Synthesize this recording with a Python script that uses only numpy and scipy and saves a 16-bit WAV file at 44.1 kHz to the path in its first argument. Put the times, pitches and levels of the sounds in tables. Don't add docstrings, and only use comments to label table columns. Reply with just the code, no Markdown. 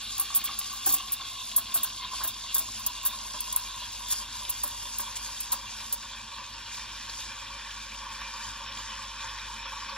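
import sys
import numpy as np
from scipy import signal
from scipy.fft import rfft, irfft, next_fast_len
from scipy.io import wavfile
from scipy.ndimage import uniform_filter1d, map_coordinates

SR = 44100
rng = np.random.default_rng(int(sys.argv[2]) if len(sys.argv) > 2 else 0)


def to_wav(s):
    ch = np.atleast_2d(s).T
    pcm = np.round(np.clip(ch, -1, 1) * 32767)
    wavfile.write(sys.argv[1], SR, pcm.astype(np.int16))


N = 439674

# time_s, wall_db, air_cup_db
JET_DRIVE = [(0.0, -41.5, -48), (0.77, -40.5, -42), (1.39, -43, -45.5), (2.08, -41, -41),
             (2.52, -44.5, -47), (3.05, -42.5, -43), (4.94, -44, -44.5), (5.22, -42.5, -44.5),
             (6.03, -45.5, -46), (6.91, -42, -46.5), (7.22, -43, -45), (7.77, -43.5, -47), (8.14, -43, -43),
             (8.3, -41.5, -44.5), (9.69, -42.5, -45), (9.97, -41, -40.5)]
# time_s, main_tone_hz, low_tone_hz, froth (0-1)
AIR_CUP = [(0, 1139, 815, 0.11), (.9, 1105, 770, 0.12), (1.5, 1050, 681, 0.05), (3.5, 1009, 599.5, 0.15),
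           (5.5, 977.5, 564.6, 0.4), (8, 960, 551, 0.86), (9.97, 950, 544, 0.99)]
RIM_HZ = 1102.5


def amp(db):
    return 10 ** (np.asarray(db) / 20)


def unit(x):
    return x / np.sqrt(np.mean(np.abs(x) ** 2) + 1e-20)


def along(points, hz):
    point_hz, value = np.transpose(points)
    return np.interp(np.log(hz + 1), np.log(point_hz + 1), value)


def curves(rows):
    time_s, *columns = np.transpose(rows)
    return [np.interp(np.arange(N) / SR, time_s, column) for column in columns]


def wobble(rate):
    knots = rng.standard_normal(int(N * rate / SR) + 4)
    return map_coordinates(knots, [np.arange(N) * rate / SR])


def filtered(x, response):
    size = next_fast_len(N + SR // 4)
    return irfft(rfft(x, size) * response(np.fft.rfftfreq(size, 1 / SR)), size)[..., :N]


def modes(table):
    def response(f):
        total = 0
        for k, (hz, width_hz, db) in enumerate(table):
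            damping = 1j * f * width_hz
            total = total + (-1) ** k * amp(db) * damping / (hz * hz - f * f + damping)
        return total
    return response


def coloured(spectrum):
    return lambda f: amp(along(spectrum, f))


def turbulence(response, grain_db, lump_db, patchy_db):
    z = signal.stft(rng.standard_normal((2, N)), nperseg=512)[2]
    patches = uniform_filter1d(rng.standard_normal(z.shape[1:]), size=5, axis=0)
    patches = uniform_filter1d(patches, size=8, axis=1)
    pair = signal.istft(z * amp(patchy_db * unit(patches)), nperseg=512)[1][:, :N]
    flutter_db = grain_db * wobble(500) + lump_db * wobble(28)
    return unit(filtered(pair * amp(flutter_db), response))


def band(hz, width_hz, knocks):
    noise = knocks * rng.standard_normal((2, 2, N))
    slow = filtered(noise, lambda f: 1 / (1 + (f / width_hz) ** 4))
    phase = 2 * np.pi * np.cumsum(hz + np.zeros(N)) / SR
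    return unit(slow[0] * np.cos(phase) + slow[1] * np.sin(phase))


def jet():
    # time_s, level_db before surges and wavering
    surface = [(0, -42.5), (.95, -42.3), (1.25, -43.3), (1.5, -42), (1.65, -45.5), (1.85, -42), (2.35, -43),
               (3.2, -42.5), (3.55, -40.7), (3.75, -42), (4.5, -41.5), (5.4, -42), (5.63, -44.5),
               (5.85, -43), (6.0, -46), (6.25, -48), (6.9, -45.5), (7.6, -46.3), (8.6, -46.3), (9.2, -46.3),
               (9.97, -47)]
    # pitch_hz, level_db_per_hz
    tear_colour = [(3800, -30), (4500, -4), (5000, -2), (5450, -4), (5850, -7), (6150, -4), (6600, -3),
                   (7800, -5), (8600, -10), (10000, -17), (11500, -30), (14500, -70)]
    # pitch_hz, level_db_per_hz
    fizz_colour = [(7000, -25), (8800, -3), (10000, -2), (10800, -1), (11600, -9), (13000, -13),
                   (14200, -21), (14700, -45), (16000, -70)]
    # pitch_hz, width_hz, relative level_db
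    thin_wall = [(1560, 350, -18.5), (2107, 46, -11), (2813, 180, -5.5), (3160, 70, -4), (3342, 71, -1),
                 (3560, 50, 3), (3805, 470, -4.5), (4460, 114, -2.5), (4880, 300, -10.5)]
    # pitch_hz, width_hz, relative level_db
    frothy_wall = [(1480, 304, -1.5), (1810, 480, -3.5), (2378, 60, 2.5), (2527, 90, 4), (2586, 227, -0.5),
                   (3064, 80, 0), (3318, 62, 2), (3610, 52, -0.5), (3767, 49, 0.5), (4100, 680, -7),
                   (5070, 84, 0), (5480, 240, -1)]
    hiss_waver_db, wall_waver_db = .6, .4
    fizz_base_db, fizz_growth, shallow_db = -44.6, 2.3, -42
    counter_s, counter_share, counter_hz = .002845, .33, 6000

    hiss_surge_db, wall_surge_db = surges()
    tear_db = curves(surface)[0] + hiss_surge_db + hiss_waver_db * wobble(4)
    smooth_db = uniform_filter1d(tear_db - hiss_surge_db / 2, size=2000)
    fizz_db = fizz_base_db + fizz_growth * (smooth_db - shallow_db)
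    wall_db = curves(JET_DRIVE)[0] + wall_surge_db + wall_waver_db * wobble(10)
    froth = np.clip(curves(AIR_CUP)[2], 0, 1)

    def reflected(f):
        share = counter_share / (1 + (counter_hz / (f + 1)) ** 8)
        return coloured(tear_colour)(f) * (1 + share * np.exp(-2j * np.pi * f * counter_s))

    def damped(table):
        return lambda f: modes(table)(f) / (1 + (f / 6500) ** 4)

    fizz = amp(fizz_db) * turbulence(coloured(fizz_colour), grain_db=2, lump_db=1.8, patchy_db=1.8)
    tear = amp(tear_db) * turbulence(reflected, grain_db=1.8, lump_db=1.3, patchy_db=1.5)
    thin = turbulence(damped(thin_wall), grain_db=2.0, lump_db=0.25, patchy_db=2.5)
    frothy = turbulence(damped(frothy_wall), grain_db=1.5, lump_db=0.65, patchy_db=2.0)
    wall = amp(wall_db) * (np.sqrt(1 - froth) * thin + np.sqrt(froth) * frothy)
    return fizz + tear + wall


def surges():
    # centre_s, hiss_change_db, wall_change_db
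    surge_rows = [(.15, 4, 0), (.42, -0.5, 0), (.52, -0.5, 2.5), (.6, 1.5, -2), (.68, 4, -1.5),
                  (.9, 8.5, 1), (1.05, -0.5, -2), (1.22, -4, 2), (1.29, 1, 1.5), (1.36, 0.5, -1),
                  (1.66, 0, 0.5), (1.78, 1, 3.5), (1.941, -0.5, -5), (2.04, -4.5, 5), (2.18, 6, 2.5),
                  (2.501, -1, 5), (2.58, 4, 3), (2.78, 3, 1.5), (3.85, -2.5, 3), (4.01, 0.5, -2.5),
                  (4.12, 3.5, 2), (4.2, 4, 0), (4.28, -6, -1.5), (4.46, -1, 2.5), (5.07, -2, 1.5),
                  (5.17, -4, 0), (5.3, -1, 2), (5.801, -1, 4.5), (6.14, 0.5, 2.5), (6.76, 7, 0),
                  (6.95, 1, -1.5), (7.199, 6.5, 1), (7.77, 0.5, 1), (8.22, -2.5, 2.5), (8.45, 5.5, -0.5),
                  (8.69, -6, 2), (8.79, 4, 0), (9.4, -0.5, 1), (9.65, -6.5, 4), (9.9, -3, 2)]
    # half_length_s, one row for the hiss and one for the wall
    half_length_s = [
        [0.051],
        [0.029],
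    ]
    t, out = np.arange(N) / SR, np.zeros((2, N))
    for s, hiss_db, wall_db in surge_rows:
        near = slice(max(round((s - .3) * SR), 0), round((s + .3) * SR))
        bell = np.exp(-((t[near] - s) / half_length_s) ** 2)
        out[:, near] += [[hiss_db], [wall_db]] * bell
    return out


def spits():
    # start_s, level_db, start_db against that level, swell_s, t60_s,
    # splash_db against that level, treble_db added to the treble layer
    spit_rows = [(.18, -27, -8, .001, .03, -20, 0), (.197, -16.5, -8, .002, .1, -24, -2),
                 (.348, -16.5, -5, .018, .07, -23, -1), (.439, -25, -6, .0185, .045, -20, 0),
                 (.589, -23, 3, .003, .045, -16, -2), (.726, -39, -8, .002, .3, -16, 0),
                 (.859, -19, -8, .008, .14, -16, 0), (.888, -24, -8, .012, .07, -16, 0),
                 (.918, -22, -8, .01, .08, -15, 0), (.936, -21, -8, .008, .08, -15, 0),
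                 (1.12, -24.5, 1, .016, .05, -18, 0), (1.5625, -21, 8, .02, .08, -19, -1),
                 (1.741, -20, -3, .026, .08, -18, -1), (1.831, -23, 0, .012, .06, -20, -1),
                 (2.235, -28, 4, .02, .1, -16, 1), (2.275, -25, -5, .0035, .06, -18, 1),
                 (2.544, -24.5, 10, .022, .08, -12, 0), (2.58, -22, -5, .011, .06, -16, 0),
                 (2.794, -37, -8, .001, .07, -14, 0), (2.863, -23, 3, .008, .035, -11, 0),
                 (3.028, -40, -8, .0065, .15, -14, 0), (3.051, -26, 2, .009, .03, -18, 2),
                 (3.061, -24, 5, .015, .07, -14, -1), (3.405, -20, -5, .003, .018, -18, -2),
                 (3.525, -25, 0, .006, .014, -12, -4), (3.561, -15.5, -4, .003, .025, -18, -4),
                 (3.917, -42, -8, .003, .06, -14, 0), (4.084, -36, -8, .001, .08, -14, 0),
                 (4.102, -24.5, -8, .029, .025, -7, -5), (4.494, -21, -5, .01, .025, -15, 0),
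                 (4.634, -25, 5, .013, .04, -14, -1), (4.676, -30, -4, .003, .03, -14, -2),
                 (4.985, -22.5, -3, .001, .04, -18, -4), (4.997, -32, -3, .012, .06, -9, -1),
                 (5.155, -35, -5, .017, .05, 1, -12), (5.404, -26, 0, .006, .03, -10, -3),
                 (5.519, -21, -1, .011, .06, -12, -3), (5.925, -25, 7, .012, .045, -12, -3)]
    # pitch_hz, level_db_per_hz
    body_colour = [(5000, -40), (7200, -18), (8000, -10), (8700, -10), (9400, -7), (10000, -2), (10700, 0),
                   (11500, -4), (12100, -7), (12600, -30), (14000, -70)]
    # pitch_hz, level_db_per_hz
    treble_colour = [(11000, -60), (12100, -12), (13000, 0), (14100, -4), (15500, -7)]
    # pitch_hz, level_db_per_hz
    splash_colour = [(2500, -30), (3800, -15), (5000, -7), (5800, -8), (6600, -3), (7800, 0), (9000, -20),
                     (12000, -60)]
    body_db, treble_base_db = -2.2, -4
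    crackle_db, stutter_db = 2, 1.1

    t, out = np.arange(SR // 4) / SR, np.zeros((3, N + SR))
    for s, db, start_db, swell, t60, splash_db, treble_db in spit_rows:
        tail = .13 * amp(-60 * (t - swell) / .2)
        fade = .87 * amp(-60 * (t - swell) / t60) + tail
        rise = amp(start_db * (1 - np.minimum(t / swell, 1)) ** 2)
        onset = 1 - np.exp(-t / .0003)
        shape = amp(db) * np.where(t < swell, rise, fade) * onset
        layers_db = [[body_db], [treble_base_db + treble_db], [splash_db]]
        out[:, round(s * SR):][:, :len(t)] += amp(layers_db) * shape
    crackle = unit(amp(crackle_db * wobble(2500) + stutter_db * wobble(200)))
    body, treble, splash = out[:, :N] * crackle

    def layer(spectrum):
        return turbulence(coloured(spectrum), grain_db=1, lump_db=0, patchy_db=1.5)

    return body * layer(body_colour) + treble * layer(treble_colour) + splash * layer(splash_colour)


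def cup():
    cup_waver_db = .8
    main_hz, low_hz, froth = curves(AIR_CUP)
    knocks = amp(2.3 * wobble(45))
    main = amp(-5.5) * band(main_hz, 79, knocks)
    low = amp(-24.5 + 6 * froth + 1.5 * wobble(14)) * band(low_hz, 40, knocks)
    rim = amp(-12.0 + 9.2 * np.clip(froth, 0, 1)) * band(RIM_HZ, 76, knocks)
    return amp(curves(JET_DRIVE)[1] + cup_waver_db * wobble(10)) * (main + rim + low)


def gulps():
    # start_s, level_db, low_tone_db and wall_db against that level (each trimmed below)
    gulp_rows = [(.184, -37, -9, -24), (.208, -40, -3, -20), (0.302, -38.5, -10, -22),
                 (0.36, -41.5, 0, -14), (.488, -32.5, -14, -31), (0.864, -33.5, 4, -1),
                 (0.903, -40, -3, -10), (0.932, -38.5, 0.5, -18), (0.999, -37.5, -31, -24),
                 (1.198, -37.5, -23, -19), (1.578, -34.5, -9, -9), (1.751, -32, -5.5, -9),
                 (1.842, -39, -27, 0), (2.13, -33, -19, -20), (2.206, -28, -28, -4.5),
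                 (2.243, -35.5, -6, -1), (2.555, -30.5, -17, -6), (2.6, -42, -3, -14),
                 (2.792, -41, -25, -24), (2.864, -40.5, -12, -21), (3.34, -37, -8, -10),
                 (3.056, -38.5, -9, 1), (3.078, -46, -5, -12), (3.564, -39, -34, -2),
                 (4.121, -39.5, -13, -3), (4.636, -33.5, -6.5, -25), (4.993, -37, -11, -1.5),
                 (5.525, -30, -9, -20), (5.927, -43, -7, -10), (8.212, -37.5, -27, -18)]
    # pitch_hz, level_db_per_hz
    burble_colour = [(450, -40), (750, -4.5), (1050, 4.5), (1650, -5.5), (2300, -38)]
    wall_hz, thud_hz = 1596, 275.3
    thud_db = -10
    gurgle_db = 2
    burble_db, burble_t60_s = -7, .14

    t, out, bubbling = np.arange(SR // 8) / SR, np.zeros(N + SR), np.zeros(N + SR)
    main_hz, low_hz, _ = curves(AIR_CUP)
    onset = 1 - np.exp(-t / .004)

    def ping(hz, db, t60, ragged):
        drift = ragged * np.cumsum(rng.standard_normal(len(t))) / np.sqrt(SR)
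        return amp(db - 60 * t / t60) * np.sin(2 * np.pi * hz * t + drift)

    for s, db, low_db, wall_db in gulp_rows:
        k = round(s * SR)
        ring = ping(main_hz[k], 4.5, 0.048, ragged=11.7)
        ring += ping(RIM_HZ, -0.5, 0.082, ragged=9.6)
        ring += ping(low_hz[k], low_db, 0.11, ragged=11.0)
        ring += ping(wall_hz, wall_db + 0.5, 0.092, ragged=32.5)
        ring += ping(thud_hz, low_db + thud_db, 0.26, ragged=23.0)
        out[k:][:len(t)] += amp(db + 1.5) * ring * onset
        bubbling[k:][:len(t)] += amp(db + burble_db - 60 * t / burble_t60_s) * onset
    bubble_noise = amp(3 * wobble(70)) * rng.standard_normal((2, N))
    burble = bubbling[:N] * unit(filtered(bubble_noise, coloured(burble_colour)))
    gurgle = unit(amp(gurgle_db * wobble(240)))
    return out[:N] * gurgle * [[1], [0]] + burble


def pops():
    # start_s, level_db before the ring trim, pitch_hz
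    large = [(0.4149, -26, 3320), (0.4732, -25.5, 3280), (0.5276, -28, 3580), (0.6129, -24, 3330),
             (0.8948, -22, 4180), (1.0813, -28, 3350), (1.215, -30, 3360), (1.4949, -34, 3360),
             (1.5149, -24, 3560), (1.656, -29, 3330), (1.719, -24.5, 3370), (1.7743, -23, 3830),
             (1.871, -30, 3630), (2.0072, -32, 3560), (2.0357, -26, 3220), (2.1205, -30, 5320),
             (2.157, -31, 4500), (2.4891, -32, 3540), (2.752, -27, 3320), (3.5263, -30, 3660),
             (3.6715, -32, 3780), (3.7059, -33, 3310), (3.9478, -33, 3790), (4.1229, -17, 5450),
             (4.4502, -25, 3570), (4.4826, -26, 3530), (5.1247, -34, 3460), (5.1641, -27, 3250),
             (5.4409, -31, 3590), (5.5232, -22, 4360), (5.9278, -31, 3540), (6.0291, -31, 2740),
             (7.7094, -28, 3380), (7.9448, -28, 3170), (8.6597, -31, 3310), (8.6894, -34, 3350),
             (8.7194, -30, 3330), (8.7728, -24, 3290), (8.7994, -31, 3290), (9.8944, -27, 4500)]
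    t60_s, ragged, ring_trim_db = 0.043, 56.5, -4.5
    count, floor_db, spread_db, centre_hz = 110, -40, 2.5, 3300

    t, out = np.arange(SR // 24) / SR, np.zeros(N + SR)
    u = rng.random((count, 3))
    small_s = N / SR * u[:, 0] ** 1.4
    small_db = floor_db - spread_db * np.log(u[:, 1])
    small_hz = centre_hz * 2 ** (1.6 * u[:, 2] - .8)
    small = np.transpose([small_s, small_db, small_hz])
    for s, db, hz in [*large, *small]:
        drift = ragged * np.cumsum(rng.standard_normal(len(t))) / np.sqrt(SR)
        ring = amp(db + ring_trim_db - 60 * t / t60_s) * np.sin(2 * np.pi * hz * t + drift)
        out[round(s * SR):][:len(t)] += ring * (1 - np.exp(-t / .0007))
    return out[:N] * [[1], [.3]]


def machine():
    # pitch_hz, level_db_per_hz
    churn_colour = [(25, -54), (55, -6), (76, -14.5), (108, -12), (170, -27.5), (220, -10.5), (270, -21.5),
                    (330, -22.5), (430, -28.5), (700, -27), (900, -17), (1500, -120)]
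    # time_s, level_db before wavering
    pump_level = [(0, -58), (1.1, -59), (2.3, -56.5), (3.4, -54), (4.5, -52.5), (6.2, -57), (8, -53.5),
                  (9.3, -52), (9.97, -52.5)]
    pump_hz, churn_db = 48.64, -56.5

    phase = 2 * np.pi * np.cumsum(pump_hz + .5 * wobble(1.5)) / SR
    octave = amp(-12.0 + 0.64 * wobble(9.5)) * np.sin(2 * phase)
    hum = np.sin(phase) + octave
    pump = np.sqrt(2) * amp(curves(pump_level)[0] + .6 * wobble(3)) * hum
    churn = amp(churn_db) * turbulence(coloured(churn_colour), grain_db=-0.3, lump_db=0.05, patchy_db=1.5)
    return churn + pump * [[1], [0]]


def ports(pair):
    # pitch_hz, lead_rad
    lead = [(100, 0), (520, -.45), (780, -.1), (1030, -.3), (1800, 0), (2670, .7), (3700, .1), (4200, .4),
            (4850, 2.1), (5650, 1.5), (7400, 2.45), (8300, np.pi), (11200, np.pi), (12300, 3.9),
            (15200, 5.1)]
    # pitch_hz, likeness (0-1)
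    alike = [(100, .9999), (200, .97), (500, .78), (950, .94), (1400, .96), (1800, .998), (2700, .9),
             (3600, .95), (5700, .78), (7800, .9), (8500, .994), (11000, .99), (12500, .87), (14300, .7)]

    def balance(f):
        turn = np.arccos(np.clip(along(alike, f), 0, 1)) / 2
        return np.array([np.cos(turn), np.sin(turn)])

    direct, scattered = filtered(pair, balance)
    both = np.array([direct + scattered, direct - scattered])
    return filtered(both, lambda f: np.exp(.5j * along(lead, f) * np.array([[1], [-1]])))


def scene():
    return ports(jet() + spits() + cup() + gulps() + pops() + machine())


def record(dry):
    top_hz = 15750
    return filtered(dry, lambda hz: 1 / (1 + (hz / top_hz) ** 300))


dry = scene()
out = record(dry)
to_wav(out)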